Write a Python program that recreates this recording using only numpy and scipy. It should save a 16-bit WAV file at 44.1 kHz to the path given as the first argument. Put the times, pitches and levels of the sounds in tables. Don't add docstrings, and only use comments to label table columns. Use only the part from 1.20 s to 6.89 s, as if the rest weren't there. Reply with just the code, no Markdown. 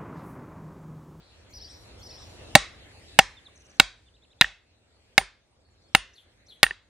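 import sys
import numpy as np
from scipy import signal
from scipy.fft import rfft, irfft, next_fast_len
from scipy.io import wavfile
from scipy.ndimage import uniform_filter1d

SR = 44100
rng = np.random.default_rng(int(sys.argv[2]) if len(sys.argv) > 2 else 0)


def unload_wav(signal):
    wavfile.write(
        sys.argv[1],
        SR,
        np.round(np.clip(np.atleast_2d(signal).T, -1, 1) * 32767).astype(np.int16),
    )


def volts(x):
    e = np.asarray(x, float) / 20
    return 10 ** e


N = 250915

# [t/s, strength of body sound and crack/dB, weight into the log/dB, glancing 0-1, centred on the
BLOWS = [
    (1.35, 5, 10, 0.1, 0.02),
    (1.987, 0.06, 3.5, 0, .05),
    (2.596, -7.5, 4, 0.5, .05),
    (3.209, -9.5, 2.5, .95, 0.11),
    (3.977, -7.5, 1.66, .2, .95),
    (4.747, -11.5, 1, 0.01, 0.7),
    (5.428, -5, 1.5, 0.4, 0.9),
]
# [log knock level/dB, wedge bend level/dB, wedge twist level/dB, head level/dB, pitch factor]
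LANDING = [(2.5, -6.5, -5, 1, 1.02), (-1.5, -1, -1.5, -2.5, .995), (3, 2, 0.5, 1, 1.0),
           (3, -2, 3, -2, .995), (-1.5, -5.5, -3.5, -2.5, .995), (-1.5, 3.5, 4.5, -0.5, .99),
           (-7.5, 0, -4, 1.5, 1.01)]
# [lowest knock level/dB, lower bend level/dB, lower twist level/dB,
# upper head level/dB]
FAVOURS = [(14, 3.5, 1, -2.5), (-12, -6, -8, 0.5), (10, 2, 1, -1), (6, 2, -16, -10.5), (6, 4.5, -6, 14),
           (4, -1, -4, 4), (1, 4.5, -6, 0.5)]
# [flank level/dB, face level/dB, top level/dB]
SINGS = [(4, -0.5, -3.5), (-1, -1, -2.5), (-0.5, -1.5, -2), (-2.5, -4, 0.5), (-5, 1, 0), (0, 3, 4),
         (4, 7, 7.5)]


def hammer_blows(near, side, sends):
    for k, parts in enumerate(BLOWS):
        s, sounds = blow(*parts, LANDING[k], FAVOURS[k], SINGS[k])
        for mix, sound in zip((near, side, sends[k % 3]), sounds):
            add(mix, s, sound)


# [f/Hz, level/dB, t60/s]
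FLANK = [(6930, -3, .06), (8484, -2, .065), (9670, -3, .05)]
FACE = [(9104, -3, .13), (9150, -13, .09)]
TOP = [(12340, 0, .075), (15190, -8, .08)]
# [f/Hz, level/dB, t60/s]
THUD = [(150.5, -0.5, 0.023), (205, -3.5, 0.027), (288, -7, 0.028)]
# [f/Hz, level/dB, t60/s]
GROUND = [(45, -33, .26), (72, -41, .17), (115, -44, .14), (165, -43, .12)]
# [f/Hz, level/dB]
CRACK = [(60, -49), (450, -35.5), (1000, -10), (4000, -4), (7000, -4.5), (10000, -4.5), (14000, -17.5),
         (17000, -25.5)]
THUD_DB, THUD_PER_WEIGHT, CRACK_DB, ECHO_DB = -20.5, 2.6, 1.5, -21.5


def blow(s, strength_db, weight_db, glance, centre, landing, favours, sings_db):
    body_db, ring_db, chatter_s, bright_hz = contact(strength_db, weight_db, glance, centre)
    t = np.arange(1024) / SR
    tick = t == 0
    force = 0.18 * rng.standard_normal(len(t)) * np.exp(-(t / chatter_s) ** 2) + tick

    sound = log_and_steel(force, body_db, landing, favours)
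    age = np.arange(len(sound)) / SR
    for modes, db in zip((FLANK, FACE, TOP), ring_db + sings_db):
        sound += struck(modes, force, db)
    sound += volts(THUD_DB + THUD_PER_WEIGHT * weight_db) * ring(THUD) * (1 - np.exp(-age / 0.001))
    sound += volts(weight_db / 2) * ring(GROUND) * (1 - np.exp(-(age / .015) ** 2))
    crack_db = strength_db + CRACK_DB
    sound[:len(t)] += volts(crack_db) * burst(CRACK, t, .0025)

    scatter_colour = CRACK[:-2] + [(12000, -32), (17000, -46)]
    scatter = volts(crack_db - 6) * burst(scatter_colour, t, min(.8 * chatter_s, .003))
    side = np.pad(scatter, (0, len(sound) - len(t)))

    echo = volts(-19.5 - strength_db) * sound * quick_fall(len(sound), .0025, -40)
    echo[0] += 6.5
    echo = signal.lfilter(*signal.butter(1, bright_hz, fs=SR), echo)
    return s + 0.0023, np.array([sound, side, volts(ECHO_DB + weight_db) * echo])


# [level/dB] of a square blow,
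# then its change [level/dB] when glancing and when centred
BODY_DB = [5.9, 1.1, 11.78, 7.1]
GLANCE_DB = [-11.5, -5, -4.5, 6.5]
CENTRE_DB = [1, -1.8, 0.19, -2]
# flank, face and top rings of the steel, likewise [level/dB]
RING_DB = [-36, -44, -43]
RING_GLANCE_DB = [-2, -2, 5]
RING_CENTRE_DB = [6, 16, 1]
FIRM_S, SOFT_S = 0.0037, 0.0042
BRIGHT_HZ, DULL_OCTAVES = 11400, 1.05


def contact(strength_db, weight_db, glance, centre):
    body_change = np.multiply(GLANCE_DB, glance) + np.multiply(CENTRE_DB, centre)
    body_db = strength_db + np.add(BODY_DB, body_change)
    ring_change = np.multiply(RING_GLANCE_DB, glance) + np.multiply(RING_CENTRE_DB, centre)
    ring_db = np.add(RING_DB, ring_change)
    ring_db[0] += 2 * weight_db
    chatter_s = FIRM_S + (SOFT_S - FIRM_S) * glance
    bright_hz = BRIGHT_HZ / 2 ** (DULL_OCTAVES * max(glance, centre))
    return body_db, ring_db, chatter_s, bright_hz


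# [f/Hz, level/dB, t60/s]
KNOCK = [(585, -9, 0.05), (780, 8, 0.055), (930, -12, .05), (1324, -5, 0.053)]
BEND = [(1515, 4.5, 0.037), (1842, 4.7, 0.054)]
TWIST = [(2199, 1.5, 0.025), (2768, 3.5, 0.01), (2690, -8.5, 0.03)]
HEAD = [(3400, 3, 0.02), (3795, 8.5, 0.014), (4450, -6, 0.044), (4792, -15.5, 0.058)]
HOLD_S, KNOCK_RISE_S = 0.0052, .002


def log_and_steel(force, body_db, landing, favours):
    *more_db, pitch = landing
    sounds = []
    favoured = (0, 0, 0, 2)
    for modes, extra_db, which, db in zip((KNOCK, BEND, TWIST, HEAD), favours, favoured, body_db + more_db):
        shifted = [(hz * pitch, own_db + extra_db * (i == which), t60)
                   for i, (hz, own_db, t60) in enumerate(modes)]
        sounds.append(struck(shifted, force, db))
    knock, *steel = sounds
    age = np.arange(len(knock)) / SR
    body = sum(steel) - knock * (1 - np.exp(-(age / KNOCK_RISE_S) ** 2))
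    body = signal.lfilter(*signal.butter(6, 470, "high", fs=SR), body)
    return body * quick_fall(len(body), HOLD_S, -13) * (1 - np.exp(-age / 0.00017))


def struck(modes, force, db):
    return volts(db) * peaked(signal.oaconvolve(ring(modes), force)[:round(.4 * SR)])


def ring(modes, seconds=.4):
    t = np.arange(round(seconds * SR)) / SR
    return sum(volts(db - 60 * t / t60) * np.sin(2 * np.pi * hz * t) for hz, db, t60 in modes)


def quick_fall(size, hold_s, rest_db):
    return volts(rest_db) + np.exp(-(np.arange(size) / (hold_s * SR)) ** 1.7)


CRACK_ENDS_S = 0.0092


def burst(colour, t, decay_s):
    gain = volts(read(colour, np.fft.rfftfreq(len(t), 1 / SR)))
    noise = irfft(rfft(rng.standard_normal(len(t))) * gain)
    return peaked(noise * np.exp(-t / decay_s - (t / CRACK_ENDS_S) ** 4))


# [t/s, peak level/dB, upper mode level/dB, knock level/dB]
BOUNCES = [
    (1.9934, -6.5, -14.5, -15.5),
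    (3.2199, -8, -9.5, -9.5),
    (3.244, -16, -16, -13),
    (4.013, -32.5, -6.5, 6),
    (5.4393, -6.5, -5, -22),
    (5.4654, -16.5, -11, -13.5),
    (5.5086, -17.5, -12, -14.5),
]
# [f/Hz, level/dB, t60/s]
LOOSE = [(1834.5, 0, 0.054), (2720, 0.0034, 0.03), (925, 0.0022, 0.012)]
# [f/Hz, level/dB]
CLACK = [(100, -50), (700, -26), (1400, -2), (3000, -3), (5000, -24), (16000, -65)]


def wedge_bounces(near, send):
    for s, db, *upper_db in BOUNCES:
        modes = [(hz, own_db + more_db, t60) for (hz, own_db, t60), more_db in zip(LOOSE, [0, *upper_db])]
        tap = volts(db) * ring(modes)
        onset = 1 - np.exp(-np.arange(len(tap)) / 12)
        tap *= quick_fall(len(tap), 0.0048, -22) * onset
        tap[:512] += volts(db - 4.5) * burst(CLACK, np.arange(512) / SR, .002) * onset[:512]
        add(near, s, tap)
        add(send, s, volts(-24) * tap * quick_fall(len(tap), .0015, -40))


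# [t/s, level/dB, f/Hz, t60/s]
TICKS = [
    (.637, -56, 3000, 0.01),
    (.955, -55, 2000, 0.01),
    (1.83, -58, 2400, .012),
    (2.285, -50, 1150, .022),
    (4.014, -44, 380, .08),
    (4.488, -64, 1815, 0.016),
    (5.51, -42, 380, .04),
]


def small_knocks(near):
    for s, db, hz, t60 in TICKS:
        modes = [(hz, db, t60), (hz / 2.3, db - 3, t60), (hz * 2.7, db - 8, t60 / 2)]
        add(near, s, ring(modes, .05))


# [t/s from phrase start, note, level/dB, pitch factor, rasp width/Hz]
DUET = [(0, "upper", -49, 1, 190), (0, "lower", -49, 1, 200), (.07, "hop", -48, 1, 190),
        (.17, "upper", -59, 1, 300), (.077, "rise", -54, 1.1, 200), (.142, "rise", -54, 1, 200),
        (.09, "flat", -58, 1.1, 900), (-.048, "flat", -62, 1.5, 1800), (.155, "flat", -63, 1.9, 1200),
        (.007, "flat", -68, 2.5, 1200), (-.05, "linger", -71, 2.3, 2500), (-.03, "linger", -77, 2.85, 1500),
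        (.06, "linger", -75, 2.45, 2000), (.17, "linger", -74, 2.5, 2500), (.25, "linger", -71, 2, 2500),
        (.105, "upper", -58, .97, 300), (.04, "rise", -62, 1.15, 300), (.13, "linger", -58, 1, 700),
        (.17, "flat", -60, 1.08, 900)]
# [t/s, level/dB]
DUET_AT = [(.333, 1.5), (.823, 0.5)]
# [t/s from start, note, level/dB, pitch factor, rasp width/Hz]
TRILL = [(0, "dip", -60.5, .995, 200), (.012, "drop", -65, 0.93, 20), (.022, "drop", -62, 1.01, 20)]
TRILL_S, TRILL_GAP_S, TRILL_SLOWS_S, TRILL_FADE_DB = 2.351, .0415, .0016, -.8
ARCH_S, ARCH_GAP_S, ARCH_DB = 2.936, .0825, -63
# [t/s from start, note, level/dB, pitch factor, rasp width/Hz]
RASP = [(-.017, "hiss", -7, 1, 900), (-.01, "linger", -22, 2, 2500), (0, "rasp", -7, 1, 550),
        (.002, "rasp", -1, 1, 200)]
# [t/s, level/dB]
RASP_AT = [(4.942, -52), (5.273, -50)]
# [t/s, note, level/dB, pitch factor, rasp width/Hz]
STRAYS = [(0.001, "linger", -64.5, 0.77, 1000), (.09, "linger", -72, .8, 960),
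          (.9, "glide", -63.5, 0.96, 60), (1.05, "glide", -68, 0.42, 130), (1.232, "glide", -61, 0.99, 54),
          (1.29, "glide", -66, 0.64, 200), (1.772, "flat", -63, 1.01, 280), (1.785, "flat", -81, 2.6, 144),
          (1.825, "flat", -77, 1.5, 170), (2.167, "slide", -52, 1, 19.6), (2.243, "hook", -53.5, 1.01, 20),
          (2.858, "perch", -58.5, 1.025, 20), (4.305, "bow", -73, 1.12, 102),
          (4.395, "flat", -79, 1.85, 58), (4.398, "bow", -77.5, 0.91, 60), (4.445, "flat", -69, 0.99, 290),
          (4.503, "bow", -71, 0.94, 78), (4.615, "lift", -70, 0.96, 200), (4.638, "flat", -68, .99, 96),
          (4.675, "flick", -81.5, 1.04, 20), (4.718, "flick", -77, 1.16, 190)]


def song():
    k = np.arange(5)
    trill_at = zip(TRILL_S + TRILL_GAP_S * k + TRILL_SLOWS_S * k ** 2, TRILL_FADE_DB * k)
    arch_at = [(ARCH_S + ARCH_GAP_S * i, ARCH_DB) for i in range(4)]
    arch = [(0, "arch", 0, 1, 20)]
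    notes = list(STRAYS)
    for phrase, times in (DUET, DUET_AT), (TRILL, trill_at), (arch, arch_at), (RASP, RASP_AT):
        for s, db in times:
            for lag, note, own_db, *rest in phrase:
                notes.append((s + lag, note, db + own_db, *rest))
    return notes


# [t/s from note start, f/Hz, level/dB]
DUET_NOTES = dict( upper=[(0, 5500, -6), (.006, 5750, 2), (.035, 5700, 1), (.05, 5500, 2), (.065, 5650, -5),
              (.14, 5700, -9)], lower=[(-.012, 4000, -14), (0, 4400, -7), (.008, 5050, -3), (.03, 5050, -5),
              (.045, 4950, 1), (.056, 4100, -5), (.066, 4050, -2)], hop=[(-.004, 4100, -3),
              (.004, 4500, -3), (.012, 5300, -1), (.025, 5350, 1), (.031, 4600, -8), (.05, 4800, 2),
              (.062, 5300, -6)], linger=[(0, 4800, -3), (.03, 5400, 0), (.09, 5250, -2), (.13, 5300, -8)],
              rise=[(0, 2948, -8), (.03, 3856, 0.5), (.05, 4200, -15.5)])
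# [t/s, f/Hz, level/dB]
WHISTLES = dict( arch=[(0, 3300, -6), (.017, 3800, 0), (.023, 4150, -3), (.035, 2500, -3),
            (.038, 2450, -10)], slide=[(0, 3705, 0), (.018, 3520, -3.5), (.03, 3000, -7)],
            perch=[(0, 3400, -15.5), (.012, 3494, -6), (.025, 3400, -5.5), (.035, 2604, 2.5)],
            glide=[(0, 2790, -4.5), (.025, 2685, 0.5), (.05, 2600, -3.5)], hook=[(0, 4736, -20.5),
            (.012, 4150, -8.5), (.025, 3700, 3.5), (.034, 3314, 5.5)], dip=[(0, 6200, -5), (.01, 6350, 0),
            (.02, 5700, 2), (.035, 5900, -8)], drop=[(0, 8855, -4), (.006, 6186, 2.5), (.011, 4900, -3)])
# [t/s, f/Hz, level/dB]
FAR_NOTES = dict( lift=[(0, 4890, -9.5), (.012, 6366, 4.5), (.045, 6250, -22)], flat=[(0, 4116, -1),
             (.01, 4544, -3), (.03, 4400, -3.5), (.055, 4344, -4)], flick=[(0, 4575, 1), (.015, 4826, 12.5),
             (.024, 5800, 3)], bow=[(0, 7000, -6), (.015, 7930, -8), (.03, 7600, -10), (.045, 6580, -7.5)],
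             rasp=[(-.005, 3300, -16), (.018, 4500, -4), (.03, 3950, -4), (.042, 3450, 0), (.058, 3300, 1),
             (.068, 3050, -8)], hiss=[(0, 5100, -9), (.015, 5970, -2), (.03, 6400, -9)])


def bird(note, db, factor, width_hz):
    s, hz, level_db = np.transpose({**DUET_NOTES, **WHISTLES, **FAR_NOTES}[note])
    t = np.arange(s[0], s[-1], 1 / SR)
    r = np.exp(-np.pi * width_hz / SR)
    noise = rng.standard_normal((len(t), 2)) @ [1, 1j]
    flutter = signal.lfilter([1], [1, -2 * r, r * r], noise)
    steady = np.clip(1.2 - width_hz / 300, 0, 1)
    carrier = steady + (1 - steady) * flutter / np.sqrt(np.mean(abs(flutter) ** 2))
    factor = factor * rng.uniform(.99, 1.01)
    db = db + rng.uniform(-1.5, 1.5)
    turns = np.cumsum(factor * uniform_filter1d(np.interp(t, s, hz), size=90)) / SR
    taper = min((.008 + width_hz / 40000) * SR / len(t), 1)
    swell = volts(db + np.interp(t, s, level_db)) * signal.windows.tukey(len(t), taper)
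    return s[0], np.sqrt(2) * (carrier * np.exp(2j * np.pi * turns)).real * swell


def birds_around():
    clear, raspy = np.zeros(N), np.zeros(N)
    for s, *note in song():
        lead, sound = bird(*note)
        width_hz = note[-1]
        add(raspy if width_hz > 40 else clear, s + lead, sound)
    direct = np.outer(volts([-1, 1]), clear)
    direct += np.array([raspy * volts(1.2), np.roll(raspy, -1) * volts(-1.2)])
    wet = volts(-18) * clear + volts(-11.5) * raspy
    return direct + trees(wet, 0.0066, 0.59, -13.5)


# [f/Hz, t60/s]
TREES = [(60, .4), (300, .35), (1000, .5), (2000, .55), (4000, .5), (7000, .42), (10000, .32), (16000, .2)]
# [f/Hz, level/dB]
LEAVES = [(40, -24), (120, -14), (330, -12), (500, -3), (1200, -2), (2000, -3), (4000, 0), (7000, -5),
          (9600, -9), (10700, -34), (16000, -60)]


def trees(x, gap_s=0.00093, stretch=0.62, far_db=-16):
    slots = np.arange(0, SR - 20, 20)
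    taps = np.zeros((2, SR))
    at = slots + rng.integers(0, 20, (2, len(slots)))
    np.put_along_axis(taps, at, rng.choice([-1., 1.], at.shape), 1)
    taps[1] = .75 * taps[0] + .65 * taps[1]
    hz, t, z = signal.stft(taps, SR, nperseg=256)
    fall_db = -60 * t / (stretch * read(TREES, hz)[:, None])
    dull = 1 / (1 + (hz[:, None] / 7000) ** 2)
    fade = volts(read(LEAVES, hz))[:, None] * (volts(fall_db) + volts(far_db + 0.64 * fall_db) * dull)
    tail = signal.istft(z * fade, SR, nperseg=256)[1]
    tail *= 1 - np.exp(-np.arange(tail.shape[1]) / (gap_s * SR))
    return signal.fftconvolve(x[None], tail / np.linalg.norm(tail[0]), axes=1)[:, :N]


# [f/Hz, level/dB per Hz]
AIR = [(20, -25), (40, -7), (62, 4.5), (102, 1.5), (125, -12.5), (300, -14.5), (600, -15.5), (1100, -22.5),
       (2100, -20), (3000, -22.5), (4100, -21.5), (5700, -32), (9000, -37.5), (11500, -51.5),
       (14000, -65.5)]
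# [f/Hz, likeness -1 to 1]
SAME = [(60, 1), (180, 0.79), (550, 0.43), (1650, 0.29), (4970, -0.7), (15000, 0.94)]
# [f/Hz, level/dB]
LEAN = [(60, 0.0), (240, -0.5), (950, -0.5), (3770, 0.89), (15000, -0.5)]


def forest():
    frames, hz = N // 512 + 5, np.fft.rfftfreq(2048, 1 / SR)
    a, b, c, d, patches = rng.standard_normal((frames, 1025, 5)).T
    patches = evened(uniform_filter1d(uniform_filter1d(patches, 30, 0), 6, 1))
    same = np.clip(read(SAME, hz), -1, 1)[:, None]
    left = a + 1j * b
    right = same * left + np.sqrt(1 - same ** 2) * (c + 1j * d)
    z = np.array([left, right])
    patch_db = np.minimum(0.55 + 11 * hz / 10000, 3)[:, None] * patches
    lean_db = np.outer([.5, -.5], read(LEAN, hz))[..., None]
    z *= volts(read(AIR, hz)[:, None] + patch_db + lean_db)
    z /= np.sqrt(np.mean(signal.istft(z, nperseg=2048, noverlap=1536)[1] ** 2))

    level_db, rustle_db, breeze_db, fizz_db = background(np.arange(frames) * 512 / SR)
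    rustle = np.exp(-(np.log((hz + 1) / 400) / .9) ** 2)[:, None]
    breeze = np.exp(-(np.log((hz + 1) / 2200) / .4) ** 2)[:, None]
    fizz = 1 / (1 + (5500 / (hz + 1)) ** 4)[:, None]
    z *= volts(level_db + rustle * rustle_db + breeze * breeze_db + fizz * fizz_db)
    return signal.istft(z, nperseg=2048, noverlap=1536)[1][:, :N]


# [t/s, level/dB, breeze level/dB]
GAIN = [(0, -57, 2), (.6, -49.5, -2.5), (1.3, -46, -2.5), (1.9, -51, 7.5), (2.3, -53.5, 3.5),
        (3.0, -58.5, -2), (3.9, -60, 1.5), (4.4, -59.5, -5.5), (5, -58.5, 2.5), (5.7, -59, -1)]
DUCK_DB, DUCK_S, RECOVER_S = -7.5, 0.2, 0.54
RUSTLE_DB, RUSTLE_SHARE, FIZZ_DB, FIZZ_SHARE = 2, 0.12, 3.5, 0.69
SWING_S, SWING_DB = 0.54, 4


def background(t):
    s, level_db, breeze_db = np.transpose(GAIN)
    since = t - np.array(BLOWS)[:, :1]
    after = np.maximum(since, 0)
    duck = ((1 - np.exp(-after / DUCK_S)) * np.exp(-after / RECOVER_S)).sum(0)
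    swing_db = SWING_DB * (np.exp(np.minimum(since, 0) / SWING_S) * (since < 0)).sum(0)
    breeze_db = np.interp(t, s, breeze_db)
    level_db = np.interp(t, s, level_db) + DUCK_DB * duck
    rustle_db = RUSTLE_DB + RUSTLE_SHARE * breeze_db + swing_db / 2
    fizz_db = FIZZ_DB + FIZZ_SHARE * breeze_db + swing_db
    return level_db, rustle_db, breeze_db, fizz_db


def evened(x):
    return x / np.sqrt(np.mean(x ** 2) + 1e-20)


def peaked(x):
    return x / abs(x).max()


def read(points, hz):
    f, value = np.transpose(points)
    return np.interp(np.log(hz + 1), np.log(f + 1), value)


def add(mix, s, sound):
    part = mix[round(s * SR):][:len(sound)]
    part += sound[:len(part)]


PORT_LAG_S, PORT_TURN = 2.5e-5, 1.2


def two_ports(near, side):
    size = next_fast_len(N)
    turn = np.minimum(2 * np.pi * np.fft.rfftfreq(size, 1 / SR) * PORT_LAG_S, PORT_TURN)
    lagged = irfft(rfft(near, size) * np.exp(-1j * turn), size)[:N]
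    return np.array([lagged + side, near * volts(1.26) - side])


def scene():
    near, side, sends = np.zeros(N), np.zeros(N), np.zeros((3, N))
    hammer_blows(near, side, sends)
    wedge_bounces(near, sends[0])
    small_knocks(near)
    return two_ports(near, side) + sum(map(trees, sends)) + birds_around() + forest()


def low_pass(x):
    return signal.sosfilt(signal.butter(12, 15980, fs=SR, output="sos"), x)


def record(dry):
    clipped = .985 * dry / (1 + abs(dry) ** 10) ** .1
    cut = signal.lfilter(*signal.butter(1, 55, "high", fs=SR), clipped)
    return low_pass(np.clip(cut, -1, 1))


dry = scene()
out = record(dry)
unload_wav(out)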